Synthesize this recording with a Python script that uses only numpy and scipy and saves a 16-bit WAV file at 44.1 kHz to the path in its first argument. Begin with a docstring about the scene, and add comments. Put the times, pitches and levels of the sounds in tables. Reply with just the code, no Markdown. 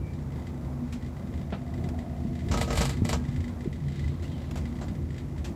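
"""Inside a cable-car gondola running along its rope. The rope shakes the cabin, which booms at a few low
resonances, and a loose metal fitting ticks all the way. Midway the shaking grows: the fitting clacks
hard and the door knocks in its frame, amid dull low thumps. Lone panel clicks, a passing hum, faint
squeaks and rubbing sit over the soft rush and hiss of air."""
import sys
import numpy as np
from scipy import signal
from scipy.fft import rfft, irfft
from scipy.io import wavfile
from scipy.ndimage import uniform_filter1d

SR = 44100
rng = np.random.default_rng(int(sys.argv[2]) if len(sys.argv) > 2 else 0)


def transcribe(u):
    """Save the signal u as a 16-bit wav file named by the first command-line argument.

    u: samples, shape (n,) or (channels, n), limited to [-1, 1]; the rate is SR.
    q: integer samples, one column per channel.
    """
    v = np.clip(np.atleast_2d(u).T, -1, 1)
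    q = np.round(v * 32767).astype(np.int16)
    wavfile.write(sys.argv[1], SR, q)


N = 244755
TIME_S = np.arange(N) / SR
AGE_S = TIME_S[:SR // 2]  # time since a blow

# Modes of the metal fitting and the door panel. Each row: frequency in Hz, relative level in dB, t60 in s.
FITTING_MODES = [(2007, -1, 0.057), (2100, -13.5, 0.068), (2940, -32, 0.13), (3450, -19, 0.061),
                 (4620, -11, 0.039), (4980, -17, 0.076), (4850, -22, 0.057), (6840, -23, 0.083),
                 (7550, -27, 0.045)]
DOOR_MODES = [(351, -8, 0.39), (462.2, 4, 0.23), (567, 5.5, 0.12), (609, 6.5, 0.096), (690, -9.5, 0.24),
              (712, -6, 0.26), (751, -5, 0.14), (864, -11, 0.54), (957, -8, 0.37), (1138, -9.5, 0.33),
              (1262, -5.5, 0.26), (1258, -3, 0.12), (1315, -3.5, 0.14), (1623, -12.5, 0.36)]


def cabin_rumble():
    """Rope vibration fills the cabin with broad rumble, booming resonances and a deep heave."""
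    # Rumble spectrum. Each row: frequency in Hz, relative gain in dB.
    spectrum = [(25, -32), (55, -3.5), (80, -5), (110, -5.5), (175, -5), (230, -6.5), (290, -12),
                (400, -20.5), (600, -32.5), (1200, -60)]
    # Cabin and wall resonances. Each row: frequency in Hz, width in Hz, relative level in dB.
    cabin_modes = [(78, 10.9, -2), (342.1, 12.5, -16.5)]
    wall_modes = [(136.74, 10.7, 0), (242.9, 4.96, -1)]
    # Course of the upper wall resonance. Each row: time in seconds, relative level in dB.
    upper_wall_levels = [(0, -52.5), (.87, -36), (1.1, -44), (2.05, -38), (2.6, -38.5), (3.55, -35.5),
                         (3.88, -50), (4.67, -36.5), (4.97, -47.5), (5.55, -47.5)]
    surge_db = rope_surge_db()
    broad = colour(rng.standard_normal(N), spectrum)
    booms = sum(undb(db) * even(resonance(hz, width_hz), 0.23) for hz, width_hz, db in cabin_modes)
    body = even(booms + undb(-2.5) * broad, 0.17) * undb(-35 + surge_db + 1.9 * walk(9))
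    lower_wall_db = -40.5 + 0.53 * surge_db + 2.95 * walk(7)
    upper_wall_db = curve(upper_wall_levels) + 1.43 * walk(9)
    walls = sum(even(resonance(hz, width_hz), 0.17) * undb(db + level_db)
                for (hz, width_hz, db), level_db in zip(wall_modes, (lower_wall_db, upper_wall_db)))
    heave = even(resonance(hz=55.8, width_hz=9.6), 0.1) * undb(-48 + 2.65 * surge_db)
    return body + walls + heave


def rope_surge_db():
    """How much harder than usual the rope shakes the cabin."""
    # Each row: centre in seconds, half length in seconds, rise in dB.
    surges = [(2.295, 0.059, 2.5), (2.553, 0.1, 5.5), (2.781, 0.1, 7), (3.164, 0.36, 3.5), (3.985, 0.12, 2),
              (4.62, 0.15, 3.5)]
    return sum(db * swell(centre_s, half_s) for centre_s, half_s, db in surges)


def fitting_ticks():
    """The loose fitting taps its seat and chatters faintly in between."""
    # Tick spectrum. 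Each row: frequency in Hz, relative gain in dB.
    spectrum = [(300, -27), (1500, 3.5), (2100, 8), (2700, 0), (3600, 7), (4900, -6.5), (6000, -6.5),
                (8000, -3), (8900, -15), (16000, -24)]
    bounce_s, rise_s = 0.0375, 0.0008
    contacts, rings = np.zeros((2, N))
    echoes = rng.standard_normal(len(AGE_S))
    tap_rings = [ring(FITTING_MODES, scatter_db=1.4, detune=0.006) for _ in range(16)]
    press = build_up(rise_s)
    for k, (start_s, db) in enumerate(bounces(bounce_s) + chatter(bounce_s)):
        tap = contact(echoes, tail_t60_s=0.22, crack_t60_s=0.023, tail_db=-9.5, fresh=0.075)
        add(contacts, start_s, undb(db) * press * tap)
        add(rings, start_s, undb(db) * press * tap_rings[k % len(tap_rings)])
    return undb(-7) * colour(contacts, spectrum) + undb(-6.5) * rings


def bounces(period_s):
    """Firmer taps as (s, dB): once jogged, the fitting taps once or bounces at its own period."""
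    # Each row: start in seconds, number of taps, relative level in dB.
    runs = [(0.1336, 1, -41.5), (0.3202, 3, -43.5), (0.469, 1, -37), (1.0241, 2, -43.5), (1.3378, 3, -41),
            (1.6776, 1, -43.5), (1.7392, 2, -41), (1.8397, 1, -36), (1.9884, 1, -37.5), (2.164, 1, -46),
            (2.3526, 2, -37.5), (2.4853, 1, -33.5), (2.932, 2, -34.5), (3.25, 3, -42), (3.3605, 1, -35),
            (3.4042, 3, -38), (3.6062, 2, -40.5), (3.7277, 1, -39.5), (3.8826, 3, -38.5), (3.9931, 1, -36),
            (4.0407, 2, -39), (4.2408, 3, -41.5), (4.3794, 2, -43), (4.6544, 1, -38), (4.7257, 2, -44),
            (4.882, 1, -36.5), (5.1048, 2, -41.5), (5.18, 1, -36), (5.3795, 1, -39.5)]
    scatter_db = 1.06
    return [(start_s + k * period_s, db + scatter_db * rng.standard_normal())
            for start_s, count, db in runs for k in range(round(count))]


def chatter(period_s):
    """Faint, uneven taps as (s, dB), louder when the cabin shakes."""
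    gap_jitter, level_jitter = rng.standard_normal((170, 2)).T
    starts_s = np.cumsum(period_s * np.exp(0.22 * gap_jitter))
    levels_db = -49 + 0.7 * np.interp(starts_s, TIME_S, rope_surge_db()) + 3.5 * level_jitter
    return [(start_s, db) for start_s, db in zip(starts_s, levels_db) if start_s < TIME_S[-1]]


def fitting_clacks():
    """Shaken hard, the fitting grazes, then slams home with a bright snap and rings the door with it."""
    # Each row: start in seconds, relative level in dB, door ring trim in dB, echo t60 in seconds.
    clacks = [(2.5745, -23.5, -0.5, 0.22), (2.6132, -18, -4.5, 0.17), (2.7295, -24.5, -2, 0.14),
              (2.755, -24, -7, 0.31), (2.775, -17.5, -7.5, 0.22), (2.816, -18.5, -11, 0.22),
              (2.854, -19.5, -19, 0.13), (2.895, -24, -5.5, 0.19), (3.0515, -26, -5, 0.17),
              (3.092, -19.5, -4, 0.2)]
    # Clack spectrum. Each row: frequency in Hz, relative gain in dB.
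    spectrum = [(200, -11.5), (700, 8), (1500, 2), (2100, 5), (3000, 3), (4500, 4), (5800, -4.5),
                (7900, 0.5), (8800, -9), (12500, -11.5), (16000, -25)]
    graze_lead_s = 0.0038
    contacts, snaps, rings = np.zeros((3, N))
    echoes = rng.standard_normal(len(AGE_S))
    for start_s, db, door_db, t60_s in clacks:
        add(snaps, start_s - graze_lead_s, undb(db - 7.5) * fade(0.015) * rng.standard_normal(len(AGE_S)))
        add(snaps, start_s, undb(db) * fade(0.01) * rng.standard_normal(len(AGE_S)))
        add(contacts, start_s, undb(db) * contact(echoes, t60_s, crack_t60_s=0.012, tail_db=-5, fresh=0.077))
        metal = undb(db - 14) * ring(FITTING_MODES, scatter_db=2.2, detune=0.0039)
        door = undb(db + door_db - 16) * ring(DOOR_MODES, scatter_db=1.1, detune=0.0038)
        add(rings, start_s, metal + door)
    snaps = colour(snaps, [(1000, -23), (3000, 6), (8000, 12), (9500, -1), (16000, -8)])
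    return undb(-8) * colour(contacts, spectrum) + undb(-9.5) * snaps + rings


def door_knocks():
    """The door meets its seal: a soft onset and a strong ring from the panel."""
    # Each row: start in seconds, relative level in dB, door ring trim in dB, echo t60 and rise in seconds.
    knocks = [(2.511, -20.5, -6, 0.18, 0.0046), (2.538, -23.5, 2.5, 0.14, 0.0016),
              (2.675, -33, 7.5, 0.35, 0.0029), (2.7037, -24, 0, 0.17, 0.0012),
              (2.8066, -19.5, 0, 0.14, 0.0014), (3.128, -18.5, -6, 0.13, 0.0012)]
    # Knock spectrum. Each row: frequency in Hz, relative gain in dB.
    spectrum = [(200, 3), (600, 14), (1500, 5), (2100, 2.5), (4400, -1), (5800, -0.5), (7600, -1),
                (8800, -16), (12500, -21), (16000, -28)]
    contacts, rings = np.zeros((2, N))
    echoes = rng.standard_normal(len(AGE_S))
    for start_s, db, door_db, t60_s, rise_s in knocks:
        press = undb(db) * build_up(rise_s)
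        add(contacts, start_s, press * contact(echoes, t60_s, crack_t60_s=0.025, tail_db=-2.6, fresh=0.2))
        add(rings, start_s, undb(door_db - 14.5) * press * ring(DOOR_MODES, scatter_db=1.2, detune=0.0026))
    return undb(-5) * colour(contacts, spectrum) + rings


def low_thumps():
    """Dull low thumps, and one longer boom of the lower wall resonance."""
    # Each row: start in seconds, relative level in dB, frequency in Hz, t60 in seconds.
    thumps = [(1.524, -26, 196, 0.2), (2.2509, -16.5, 221, 0.051), (2.613, -24.5, 192, 0.088),
              (2.808, -19, 174, 0.104), (3.0198, -8, 219, 0.024), (3.027, -15.5, 104, 0.093),
              (3.05, -15.5, 163, 0.083), (3.287, -17.5, 125, 0.063), (3.378, -21, 80, 0.21),
              (3.658, -20.5, 359, 0.048), (3.675, -13.5, 197, 0.025), (3.812, -24, 141.6, 0.67),
              (4.054, -23, 82.4, 0.44)]
    cutoff_hz = 480
    out = np.zeros(N)
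    for start_s, db, hz, t60_s in thumps:
        add(out, start_s, undb(db) * fade(t60_s) * np.sin(2 * np.pi * hz * AGE_S))
    return signal.sosfiltfilt(signal.butter(3, cutoff_hz, fs=SR, output="sos"), out)


def panel_clicks():
    """Lone clicks of the cabin's panels, some thin and some hollow."""
    # Each row: start in seconds, relative level in dB, body gain in dB, echo t60 in seconds,
    # low-pass cutoff in Hz, rise in seconds.
    clicks = [(0.924, -36.5, -16, 0.17, 14000, .0015), (1.522, -32.5, 4, 0.18, 3640, 0.0025),
              (1.888, -37.5, -18, 0.048, 15000, 0.00077), (4.222, -42.5, -13, 0.26, 14000, 0.0029),
              (4.510, -37.5, 2, 0.059, 15000, 0.00077), (4.556, -37, 6, 0.079, 12000, 0.0012),
              (4.570, -36.5, -4, 0.14, 14000, 0.0022), (4.812, -42.5, 8, 0.22, 8000, 0.0013),
              (5.443, -33, -25, 0.19, 13000, 0.003)]
    # Spectra of the click and its hollow body. 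Each row: frequency in Hz, relative gain in dB.
    click_spectrum = [(300, 8), (1300, 5.5), (2000, 7), (3300, 4.5), (4300, 1), (6000, 0), (7900, 0.5),
                      (8800, -10.5), (16000, -14)]
    body_spectrum = [(100, -28), (300, -1.5), (650, 1.5), (1000, -8.5), (1600, -10), (3000, -30.5)]
    out = np.zeros(N)
    for start_s, db, body_db, t60_s, cutoff_hz, rise_s in clicks:
        echoes = rng.standard_normal(len(AGE_S))
        blow = contact(echoes, t60_s, crack_t60_s=0.02, tail_db=-0.54, fresh=0) * build_up(rise_s)
        click = colour(blow, click_spectrum) + undb(body_db) * colour(blow, body_spectrum)
        low_pass = signal.butter(4, cutoff_hz, fs=SR, output="sos")
        add(out, start_s, undb(db - 5) * signal.sosfilt(low_pass, click))
    return out


def air():
    """Wind rushes and hisses past the cabin; a rough hum comes and goes."""
    # Wind spectra. Each row: frequency in Hz, relative gain in dB.
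    rush_spectrum = [(150, -7.5), (400, 1.5), (570, 1.5), (800, -2), (1100, -6), (1500, -13.5),
                     (3000, -33.5)]
    hiss_spectrum = [(300, -4), (1000, 0.5), (2000, 10), (3000, 1), (5000, -0.5), (7900, -3.5), (8700, -15),
                     (10400, -6), (12000, -34), (16000, -22)]
    # Level curves. Each row: time in seconds, relative level in dB.
    rush_levels = [(0, -52), (.7, -49.5), (1.4, -49.5), (2.3, -51.5), (3.3, -49.5), (4.0, -51.5),
                   (4.7, -51), (5.55, -52.5)]
    hum_levels = [(0, -77), (1.3, -59), (1.65, -50.5), (2.0, -46.5), (2.35, -52.5), (2.7, -51), (3.2, -75)]
    rush = colour(rng.standard_normal(N), rush_spectrum) * undb(curve(rush_levels) + 1.43 * walk(9))
    hiss_rise_db = np.minimum(0.94 * rope_surge_db(), 9)
    hiss = colour(rng.standard_normal(N), hiss_spectrum) * undb(-62.5 + hiss_rise_db + 0.5 * walk(27))
    hum = even(resonance(hz=676.5, width_hz=60), 0.11) * undb(curve(hum_levels) - 1.5)
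    return rush + hiss + hum


def squeaks_and_rings():
    """Thin, unsteady squeaks, and two brief 2 kHz rings of the loose fitting."""
    # Each row: start and length in seconds, first and last pitch in Hz, peak level in dB.
    glides = [(-.04, .24, 2340, 2350, -57), (3.98, .04, 2005, 2000, -46), (4.022, .045, 2005, 2000, -49),
              (4.235, .04, 2850, 2780, -52), (4.285, .13, 3270, 2930, -57), (4.815, .04, 7500, 7400, -54)]
    out = np.zeros(N)
    for start_s, length_s, first_hz, last_hz, db in glides:
        count = int(length_s * SR)
        hz = np.linspace(first_hz, last_hz, count) * (1 + 0.023 * walk(600)[:count])
        add(out, start_s, undb(db) * np.hanning(count) * np.sin(2 * np.pi * np.cumsum(hz) / SR))
    return out


def panel_rub():
    """Dry panels slide on each other in many tiny slips."""
    # Each row: centre in seconds, half length in seconds, level in dB.
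    spells = [(4.006, 0.14, -60), (4.382, 0.19, -61.5)]
    # Rub spectrum. Each row: frequency in Hz, relative gain in dB.
    spectrum = [(1200, -13), (2600, -1), (4100, 1), (5500, -13), (9000, -25)]
    slips = unit(rng.standard_normal(N) * undb(2 * walk(300)))
    envelope = sum(undb(db) * swell(centre_s, half_s) for centre_s, half_s, db in spells)
    return colour(slips, spectrum) * envelope


def ring(modes, scatter_db, detune):
    """Struck modes; each blow lands elsewhere and so weights them anew."""
    draws = rng.standard_normal((len(modes), 3))
    return sum(undb(db + scatter_db * weight) * fade(t60_s) * np.sign(polarity)
               * np.sin(2 * np.pi * hz * (1 + detune * shift) * AGE_S)
               for (hz, db, t60_s), (weight, shift, polarity) in zip(modes, draws))


def contact(echoes, tail_t60_s, crack_t60_s, tail_db, fresh):
    """A short crack and its dense cabin echoes; fresh is the share of power that is new noise."""
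    grain = np.sqrt(1 - fresh) * echoes + np.sqrt(fresh) * rng.standard_normal(len(AGE_S))
    return grain * np.hypot(fade(crack_t60_s), undb(tail_db) * fade(tail_t60_s))


def resonance(hz, width_hz):
    """A resonance shaken at random, with steep skirts; rms 1."""
    b, a = signal.iirpeak(hz, hz / (1.5 * width_hz), fs=SR)
    drive = rng.standard_normal(N + SR)
    return unit(signal.lfilter(b, a, signal.lfilter(b, a, drive))[SR:])


def colour(x, spectrum, size=8192):
    """Causal filter through (Hz, dB) points that keeps the power of white noise."""
    hz, db = np.transpose(spectrum)
    bins_hz = np.arange(size // 2 + 1) * SR / size
    log_gain = np.log(undb(np.interp(np.log(bins_hz + 1), np.log(hz), db)))
    cepstrum = irfft(log_gain)[:size // 2]
    response = irfft(np.exp(rfft(2 * cepstrum, size)))
    return signal.fftconvolve(x, response / np.linalg.norm(response))[:len(x)]


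def walk(rate_hz):
    """Random levels joined by ramps; rms 1."""
    hold = int(SR / rate_hz)
    return unit(uniform_filter1d(rng.standard_normal(N)[np.arange(N) // hold], hold))


def even(x, span_s):
    """Hold a noise near rms 1 over every span."""
    return x / np.sqrt(uniform_filter1d(x ** 2, int(span_s * SR)))


def build_up(rise_s):
    """A contact takes a moment to reach full force."""
    return 1 - np.exp(-AGE_S / rise_s)


def fade(t60_s):
    """Exponential decay by 60 dB in t60_s."""
    return np.exp(-np.log(1000) * AGE_S / t60_s)


def swell(centre_s, half_s):
    """Gaussian rise and fall, peak 1."""
    return np.exp(-((TIME_S - centre_s) / half_s) ** 2)


def curve(rows):
    """Interpolate (s, value) rows at every sample."""
    return np.interp(TIME_S, *np.transpose(rows))


def add(out, start_s, sound):
    """Mix a sound in, trimmed to the scene."""
    start = int(start_s * SR)
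    sound, start = sound[max(-start, 0):], max(start, 0)
    out[start:start + len(sound)] += sound[:N - start]


def undb(db):
    """Decibels to gain."""
    return 10 ** (np.asarray(db) / 20)


def unit(x):
    """Scale to rms 1."""
    return x / np.sqrt(np.mean(x ** 2))


def scene():
    """Everything heard from a seat in the cabin, in mono."""
    rattle = fitting_ticks() + fitting_clacks() + door_knocks() + panel_clicks() + low_thumps()
    return (cabin_rumble() + air() + panel_rub() + squeaks_and_rings() + rattle)[None]


def record(dry):
    """Drop the deepest bass and cut the top steeply."""
    bottom_hz, top_hz = 28, 15550
    thin = signal.sosfilt(signal.butter(2, bottom_hz, "high", fs=SR, output="sos"), dry)
    return signal.sosfilt(signal.ellip(10, 0.2, 80, top_hz, fs=SR, output="sos"), thin)


dry = scene()
out = record(dry)
transcribe(out)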